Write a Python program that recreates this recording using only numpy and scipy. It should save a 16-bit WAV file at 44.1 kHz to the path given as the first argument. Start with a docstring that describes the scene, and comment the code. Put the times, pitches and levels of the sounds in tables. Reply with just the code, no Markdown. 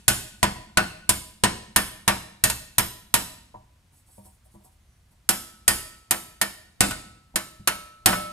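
"""Copper bowl hammered over a stake

A steel hammer beats the rim of a hand-held copper bowl over a wooden stake, close by in a small workshop.
Each blow is dying noise for the crash of the sheet, and decaying sines for its ring, stake, bench and floor.
In the pause the turned bowl knocks softly, slides through the hand as rubbing noise and whistles faintly.
Noise echoes answer from the shop, two microphone ports hear bench and echoes, and rumble and hiss lie beneath."""
import sys
import numpy as np
from scipy import signal
from scipy.fft import rfft, irfft, next_fast_len
from scipy.io import wavfile
from scipy.ndimage import uniform_filter1d, minimum_filter1d

SR = 44100
rng = np.random.default_rng(int(sys.argv[2]) if len(sys.argv) > 2 else 0)


def log_audio(samples):
    """Write samples as a 16-bit WAV file to the path given in sys.argv[1]."""
    # one column per channel
    frames = np.atleast_2d(samples).T
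    # limit to full scale, then quantise
    limited = np.clip(frames, -1, 1)
    pcm = np.round(limited * 32767).astype(np.int16)
    wavfile.write(sys.argv[1], SR, pcm)


N = 366912   # samples heard
RUN_IN = SR // 3   # samples ahead of the start, for a blow still dying away

# hammer blows and rebounds: (time [s], crash level [dB], its brightness [dB], ring level [dB],
# best-rung pitch [Hz], stake level [dB], floor boom level [dB], looseness of the grip [dB])
BLOWS = [(-0.27, -16, -5.5, -31.5, 1800, -31, -38.5, -5), (0.08, -10.5, -4, -26, 1480, -27.5, -35.5, -4.5),
         (0.429, -20.5, -8.5, -26, 993, -24.5, -35.5, -6), (0.772, -23, -4, -23, 1486, -24.5, -41, -2),
         (1.092, -13, -7.5, -31.5, 985, -31.5, -39.5, -9),
         (1.436, -16.5, -10.5, -24, 944, -24.5, -39.5, -14),
         (1.761, -14.5, -3, -24.5, 1776, -27.5, -39.5, -10),
         (2.078, -18.5, -4, -21.5, 916, -26.5, -40, -10.5),
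         (2.438, -11.5, -4.5, -29, 1842, -28.5, -38.5, -2), (2.499, -26, -6.5, -38, 931, -46, -49.5, -12.5),
         (2.782, -15.5, 1, -27.5, 985, -28.5, -39.5, -12.5),
         (3.14, -14, -1.5, -27.5, 970, -28.5, -43, -6.5), (5.29, -14, -1.5, -30, 750, -29, -49.5, -1.5),
         (5.679, -10.5, -1.5, -26, 1890, -30, -38, -0.5), (6.109, -19.5, 0, -30.5, 1013, -31.5, -53, -3),
         (6.414, -21, -1, -31.5, 1816, -34.5, -57, -12.5), (6.806, -12, -6.5, -25, 1477, -20.5, -34.5, 0.5),
         (6.909, -40, -1, -40, 1470, -55, -50, -10.5), (7.358, -22, -5, -33.5, 1650, -36.5, -56, -2.5),
         (7.674, -21.5, -0.5, -27.5, 2460, -35, -50, 1.5), (8.059, -11.5, -1, -20.5, 761, -21, -38, 7.5),
         (8.129, -46.5, -3, -31.5, 1465, -35, -45.5, -12)]
# clear bowl modes: (pitch [Hz], relative level [dB], t60 before scaling [s])
BOWL = [(625, -4, .22), (763, -5, .16), (931, -1.5, .15), (994, -0.5, .17), (1140, -10, .2), (1395, -5, .2),
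        (1486, -2, .22), (1761, -5, .26), (1838, -0.5, .19), (1892, -5, .12), (2172, -8, .16),
        (2420, -9, .12), (2652, -6, .25), (2772, -8, .2)]
# modes of the bench: (pitch [Hz], relative level [dB], t60 before scaling [s])
BENCH = [(112.6, -0.5, 0.16), (124, -4.5, 0.28)]
# modes of the wooden stake: (pitch [Hz], relative level [dB], t60 before scaling [s])
STAKE = [(171, -5.5, 0.16), (198.4, -4, 0.32), (338, -10.5, 0.39)]

CENTRES = np.arange(4.5, 14.6, .5)   # band centres [log2 Hz]
TURN_S = 4.0   # the bowl is turned and gripped anew
FAVOUR_DB, FAVOUR_OCTAVES = 9.5, .08   # gain at the best-rung pitch; reach of the favour


def from_db(db):
    """Decibels to gain."""
    return 10 ** (np.asarray(db) / 20)


def rms_one(x):
    """Scale to unit rms."""
    return x / np.sqrt(np.mean(x ** 2) + 1e-20)


def at_hz(points, hz):
    """Read a table on a log-frequency axis."""
    points = np.array(points)
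    return np.interp(np.log(hz), np.log(points[:, 0] + 1), points[:, 1])


def dying(t60, size):
    """Envelope that falls 60 dB in t60 seconds."""
    return from_db(-60 * np.arange(size) / SR / t60)


def rings(modes, spread_db, sustain, size):
    """One strike on a body: every mode is a decaying sine with a strength and phase of its own."""
    hz, level_db, t60 = np.transpose(modes)[:, :, None]
    strength, phase = rng.standard_normal((2, len(modes), 1))
    t = np.arange(size) / SR
    envelope = from_db(level_db + spread_db * strength - 60 * t / (t60 * sustain))
    return np.sum(envelope * np.sin(2 * np.pi * hz * t + .5 * phase), axis=0)


def favour_db(hz, best_hz):
    """The struck spot rings modes near one pitch best."""
    return FAVOUR_DB * np.exp(-(np.log2(hz / best_hz) / FAVOUR_OCTAVES) ** 2)


def coloured(spectrum, size):
    """Frequencies, and the spectra of two noises of the given colour."""
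    hz = np.arange(size // 2 + 1) * SR / size + 1
    return hz, rfft(rng.standard_normal((2, size))) * from_db(at_hz(spectrum, hz))


def dying_noise(hz, noise, t60s, factor, size):
    """Split noise into overlapping bands half an octave apart, each dying at its own pace."""
    share = np.clip(1 - 2 * np.abs(np.log2(hz) - CENTRES[:, None]), 0, 1)
    fades = dying(at_hz(t60s, 2 ** CENTRES)[:, None] * factor, size)
    return np.array([np.sum(irfft(share * one, size) * fades, axis=0) for one in noise])


def stereo(hz, noise, likeness):
    """Mix two noise spectra into left and right that are alike by the given share."""
    alike = np.clip(at_hz(likeness, hz), 0, 1)
    return np.sqrt(1 + alike) * noise[0] + np.sqrt(1 - alike) * noise[1] * [[1], [-1]]


def add(out, s, sound):
    """Mix a sound in at its time."""
    at = round(s * SR) + RUN_IN
    out[..., at:at + sound.shape[-1]] += sound[..., :out.shape[-1] - at]


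def hush():
    """Low rumble of the building and microphone hiss: steady coloured noise."""
    # colour of rumble and hiss: (frequency [Hz], relative density [dB])
    hush_colour = [(13, -43.5), (24, -15.5), (60, -3), (110, -9.5), (200, -20), (400, -31.5), (1000, -31),
                   (2500, -33.5), (6000, -38), (10000, -39), (14000, -46.5), (16300, -53.5)]
    # (frequency [Hz], left-right likeness [0-1])
    hush_alike = [(30, 1), (200, 0.96), (600, 0.56), (3000, .2), (9000, 0.86)]
    level_db = -59.5   # rms
    size = next_fast_len(N)
    noise = irfft(stereo(*coloured(hush_colour, size), hush_alike), size)[:, :N]
    return from_db(level_db) * rms_one(noise)


def hammer():
    """Each blow: a crack and a crash of countless close sheet modes, the clear bowl modes, stake, bench and floor."""
    # colour of the crashing sheet: (frequency [Hz], relative density [dB])
    crash_colour = [(24, -34), (40, 0), (172, 7.5), (494, -2), (1570, 2.5), (1870, -1), (3180, -3.5),
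                    (5120, -6), (5520, -8), (5960, -7.5), (9850, -3.5), (13300, -8), (15100, -22),
                    (16300, -33.5)]
    # decay of the crash: (frequency [Hz], t60 before scaling [s])
    crash_t60 = [(60, 0.93), (200, 0.38), (500, 0.4), (1000, 0.4), (2000, 0.32), (4000, 0.17),
                 (10000, 0.09), (16000, 0.11)]
    # likeness of the crash ahead of the ports: (frequency [Hz], left-right likeness [0-1])
    crash_alike = [(150, .97), (400, .6), (1000, 0.65), (3000, 0.37), (8000, 0.44)]
    # higher bowl modes: (pitch [Hz], relative level [dB], t60 before scaling [s])
    upper_modes = [(3014, -6.5, 0.29), (3460, -18.5, 0.084), (3820, -17.5, 0.073), (4260, -14, 0.33),
                   (3944, -12.5, .14), (4920, -14, 0.39), (5110, -10, 0.44)]
    # modes of the floor: (pitch [Hz], relative level [dB], t60 [s])
    floor_boom = [(36, 0, 0.17), (63.2, -2, 0.64)]
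    crack_t60_s, linger_db = 0.055, -6   # decay of the crack; gain of the lingering crash
    sustain_at_0_db, sustain_per_db = 0.59, 0.0016   # decay factor; softer blows damp the sheet less
    mid_offset_db = -2   # mid crash against the mean of crash and ring
    bench_offset_db = (3, -1)   # bench against the mean of stake and floor, before and after the turn
    modes_db, modes_linger = -1, 1.28   # clear modes against the ring; they outlast the crash by this factor
    spread_db = 1.5
    out, size = np.zeros((2, N + RUN_IN)), 2 ** 14
    swell = 1 - dying(0.0022, size)   # the sheet takes a moment to fill with vibration
    fade = np.hanning(2 * size)[size:] ** 0.36
    for s, crash_db, bright_db, ring_db, best_hz, stake_db, boom_db, _ in BLOWS:
        mid_db = (crash_db + ring_db) / 2 + mid_offset_db
        bench_db = (stake_db + boom_db) / 2 + bench_offset_db[int(s > TURN_S)]
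        top_db = crash_db + bright_db
        sustain = sustain_at_0_db - sustain_per_db * crash_db

        hz, noise = coloured(crash_colour, size)
        tilt = [(50, boom_db), (110, bench_db), (300, stake_db), (1200, ring_db),
                (4200, mid_db), (8500, crash_db), (13000, top_db)]
        noise = noise * from_db(at_hz(tilt, hz) + 16)
        noise = stereo(hz, noise, crash_alike)   # each port faces another part of the sheet
        # reversed in time, the same noise serves as a separate crack
        crack = irfft(noise, size)[:, ::-1] * dying(crack_t60_s, size)
        crash = from_db(linger_db) * dying_noise(hz, noise, crash_t60, sustain, size)

        favoured = [(f, db + favour_db(f, best_hz), t60) for f, db, t60 in BOWL]
        bowl = from_db(ring_db + modes_db) * rings(favoured, 2 * spread_db, modes_linger * sustain, size)
        bowl += from_db(mid_db - 3.5) * rings(upper_modes, 2 * spread_db, sustain, size)

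        wood = from_db(boom_db + 6) * rings(floor_boom, spread_db, 1, size)
        wood += from_db(bench_db + 4.5) * rings(BENCH, spread_db, 0.82, size)
        wood += from_db(stake_db + 2.0) * rings(STAKE, spread_db, sustain, size)
        add(out, s, swell * (crack + crash + bowl + wood) * fade)
    return out


def rim_tone():
    """Clean, slowly dying loose modes, stopped when the hammer next clamps the rim or after a second."""
    # modes that the grip leaves loose, one list before and one after the turn:
    # (pitch [Hz], base rms level [dB], t60 before scaling [s], gain per dB of looseness [dB])
    loose_modes = [
        [(1466, -37, 0.45, 2), (1720, -51, .5, -0.3), (2180, -58, .8, -1.2), (2655, -46.5, 1, 0.46)],
        [(183, -58.5, .5, 3.5), (601, -55.5, .7, 2.1), (1311, -54, 0.51, -0.4), (1311, -41.5, 0.93, 1.44),
         (2200, -46, 0.43, 1.1)],
    ]
    favour_share, linger_per_db = 0.67, 0.64   # share of the favour; longer ringing per dB of looseness [dB]
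    out, blows = np.zeros(N + RUN_IN), np.array(BLOWS)
    starts = blows[:, 0]
    struck = np.diff(starts, prepend=-1) > .2   # rebounds neither start nor stop them
    stops = [*starts[struck][1:], N / SR]
    for (s, _, _, _, best_hz, _, _, loose_db), stop in zip(blows[struck], stops):
        size = round(min(stop - s, 1) * SR)
        modes = [(hz, level_db + follows * loose_db + favour_share * favour_db(hz, best_hz), t60)
                 for hz, level_db, t60, follows in loose_modes[int(s > TURN_S)]]
        grow = 1 - dying(0.059, size)   # energy leaks in from the crash
        clamp = 1 - dying(.02, size)[::-1]
        tone = rings(modes, 0, from_db(linger_per_db * loose_db), size)
        add(out, s, np.sqrt(2) * grow * clamp * tone)   # root 2 turns rms into peak
    return out


def knocks():
    """The bowl set down softly on the stake: a scuffing contact wakes only the low modes."""
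    # soft contacts: (time [s], relative level [dB], brightness [Hz], stake share [dB])
    contacts = [(3.541, -38, 1244, -1.5), (3.924, -69.5, 1100, -3.5), (4.085, -60.5, 1200, -8.5),
                (4.175, -43, 870, -1), (4.25, -47, 1140, -6), (4.453, -60, 1300, 1.5), (4.54, -48, 900, 9),
                (4.601, -56.5, 1013, -4), (4.644, -53, 1120, -10), (5.11, -64, 1800, -7),
                (7.34, -35.5, 693, 4.5), (7.594, -43.5, 393, 6)]
    top_hz, touch_t60_s = 1200, 0.11   # a soft touch wakes no bowl mode above; decay of the scuff
    out, size = np.zeros(N + RUN_IN), SR // 3
    low_modes = [mode for mode in BOWL if mode[0] < top_hz]
    fade = np.hanning(2 * size)[size:]
    for s, level_db, bright_hz, stake_db in contacts:
        body = rings(low_modes, 2.2, 1.0, size)
        body += from_db(stake_db) * rings(STAKE + BENCH, 3.5, .35, size)
        soft = signal.butter(4, bright_hz, fs=SR, output="sos")
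        scuff = rng.standard_normal(size) * dying(touch_t60_s, size) * (1 - dying(.015, size))
        touch = signal.sosfilt(soft, scuff)
        sound = from_db(-29.5) * signal.fftconvolve(touch, body)[:size] + from_db(4.5) * touch
        add(out, s, from_db(level_db) * sound * fade)
    return out


def slide():
    """The bowl slips through the hand: bright rubbing noise swells, holds and fades with each slip."""
    # colour of skin on copper: (frequency [Hz], relative density [dB])
    rub_colour = [(1500, -35), (3000, -19), (5000, -11.5), (7000, -10), (9500, -1), (11500, -2.5),
                  (13500, -12.5), (16000, -17)]
    # slips: (start of hold [s], hold [s], rms level [dB])
    slips = [(3.933, 0.064, -64), (4.072, .03, -63.5), (4.117, 0.074, -59.5), (4.22, .03, -66),
             (4.255, 0.014, -54.5), (4.3, .05, -66.5), (4.452, .012, -67), (4.52, .035, -66),
             (4.579, 0.045, -75), (4.65, 0.0043, -57), (4.722, .008, -70), (5.114, .008, -68.5)]
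    rise, fall = 899, 350.5   # dB per second
    peak_hz, peak_db = 45, 7   # the rubbed sheet answers in close peaks: their width and spread
    size = next_fast_len(N + RUN_IN)
    hz, (noise, _) = coloured(rub_colour, size)
    peaks = rms_one(uniform_filter1d(rng.standard_normal(len(hz)), size=round(peak_hz * size / SR)))
    rub = irfft(noise * from_db(peak_db * peaks), size)[:N + RUN_IN]
    t = (np.arange(N + RUN_IN) - RUN_IN) / SR
    power = np.zeros(N + RUN_IN)
    for s, hold, level_db in slips:
        before, after = np.maximum(s - t, 0), np.maximum(t - s - hold, 0)
        power += from_db(level_db - rise * before - fall * after) ** 2
    return np.sqrt(power) * rms_one(rub)


def whistle():
    """A faint thin whistle that arches and sags: two gliding sine lines."""
    # glide of the lower line, level of each: (time [s], pitch [Hz], rms level [dB])
    glide = [(4.77, 6300, -105), (4.81, 6650, -83), (4.86, 6250, -87), (4.92, 5900, -78.5),
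             (4.985, 5800, -82), (5.0, 5750, -105)]
    upper_ratio = 1.645   # pitch of the second line against the first
    s, hz, level_db = np.transpose(glide)
    t = np.arange(N + RUN_IN) / SR - RUN_IN / SR
    phase = 2 * np.pi * np.cumsum(np.interp(t, s, hz)) / SR
    level = from_db(np.interp(t, s, level_db, left=-140, right=-140))
    return np.sqrt(2) * level * (np.sin(phase) + np.sin(upper_ratio * phase))


def shop(x):
    """Diffuse noise echoes, each band dying at its own pace, partly other ones for left and right."""
    # colour of the echoes: (frequency [Hz], relative level [dB])
    shop_colour = [(60, -0.5), (300, -3.5), (600, -7.5), (1900, -6), (4000, -2), (9000, -4), (16000, -1)]
    # decay of the room: (frequency [Hz], t60 before scaling [s])
    shop_t60 = [(60, 0.81), (250, 0.95), (1000, 0.75), (4000, 0.76), (9000, 0.6), (16000, 0.48)]
    # likeness ahead of the ports: (frequency [Hz], left-right likeness [0-1])
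    shop_alike = [(60, 1), (150, 1), (400, 1), (2000, 0.24), (5000, 0.43), (9000, 1)]
    size = 2 ** 15
    hz, noise = coloured(shop_colour, size)
    echoes = dying_noise(hz, stereo(hz, noise, shop_alike), shop_t60, 0.84, size)
    echoes = echoes * (1 - dying(0.051, size))   # reflections build up
    echoes = echoes / np.sqrt(np.sum(echoes ** 2) / 2)
    return signal.fftconvolve(x[None], echoes, axes=1)[:, :len(x)]


def ports(x):
    """Two microphone ports hear the bench sounds and their echoes, with level and phase offsets by pitch."""
    # how strongly the ports differ: (frequency [Hz], side against mid before an offset [dB])
    side_share = [(60, -20), (110, -19), (200, -14), (380, 0.5), (700, 7.5), (1290, -5.5), (2380, 3),
                  (4400, 5), (8120, -6), (15000, -11)]
    # balance: (frequency [Hz], left louder than right by [dB])
    left_louder = [(60, -0.5), (110, 1), (200, -1), (380, 1.5), (700, 1.5), (1290, -0.5), (2380, -0.5),
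                   (4400, 0.5), (8120, -1.5), (15000, -5.5)]
    size = next_fast_len(N + 4096)
    hz = np.arange(size // 2 + 1) * SR / size + 1
    turn = 1j * from_db(at_hz(side_share, hz) - 3.5)   # a quarter turn of phase, opposite in each port
    half = from_db(at_hz(left_louder, hz) / 2)
    response = np.array([half * (1 + turn), (1 - turn) / half])
    return irfft(rfft(x, size) * response, size)[:, :N]


def scene():
    """Bench sounds, their echoes and the quiet of the room."""
    bench = hammer() + rim_tone() + knocks() + slide() + whistle()
    heard = bench + from_db(-12) * shop(bench.mean(axis=0))
    return ports(heard[:, RUN_IN:]) + hush()


def record(dry):
    """Look-ahead gain reduction ducks the loudest peaks, the top is cut, overs are clipped."""
    cutoff_hz = 16500
    over_db = np.maximum(20 * np.log10(np.abs(dry).max(axis=0) + 1e-9) + 1.6, 0)   # excess above -1.6 dB
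    fall = 350.0 * np.arange(N) / SR   # the held excess falls by 350 dB per second
    held_db = np.maximum.accumulate(over_db + fall) - fall
    ahead_db = -minimum_filter1d(-held_db, size=301)
    limited = dry * from_db(-.6 * uniform_filter1d(ahead_db, size=151))   # takes off 60 % of the excess
    top_cut = signal.cheby2(12, 60, cutoff_hz, fs=SR, output="sos")
    return np.clip(signal.sosfilt(top_cut, limited), -1, 1)


dry = scene()
out = record(dry)
log_audio(out)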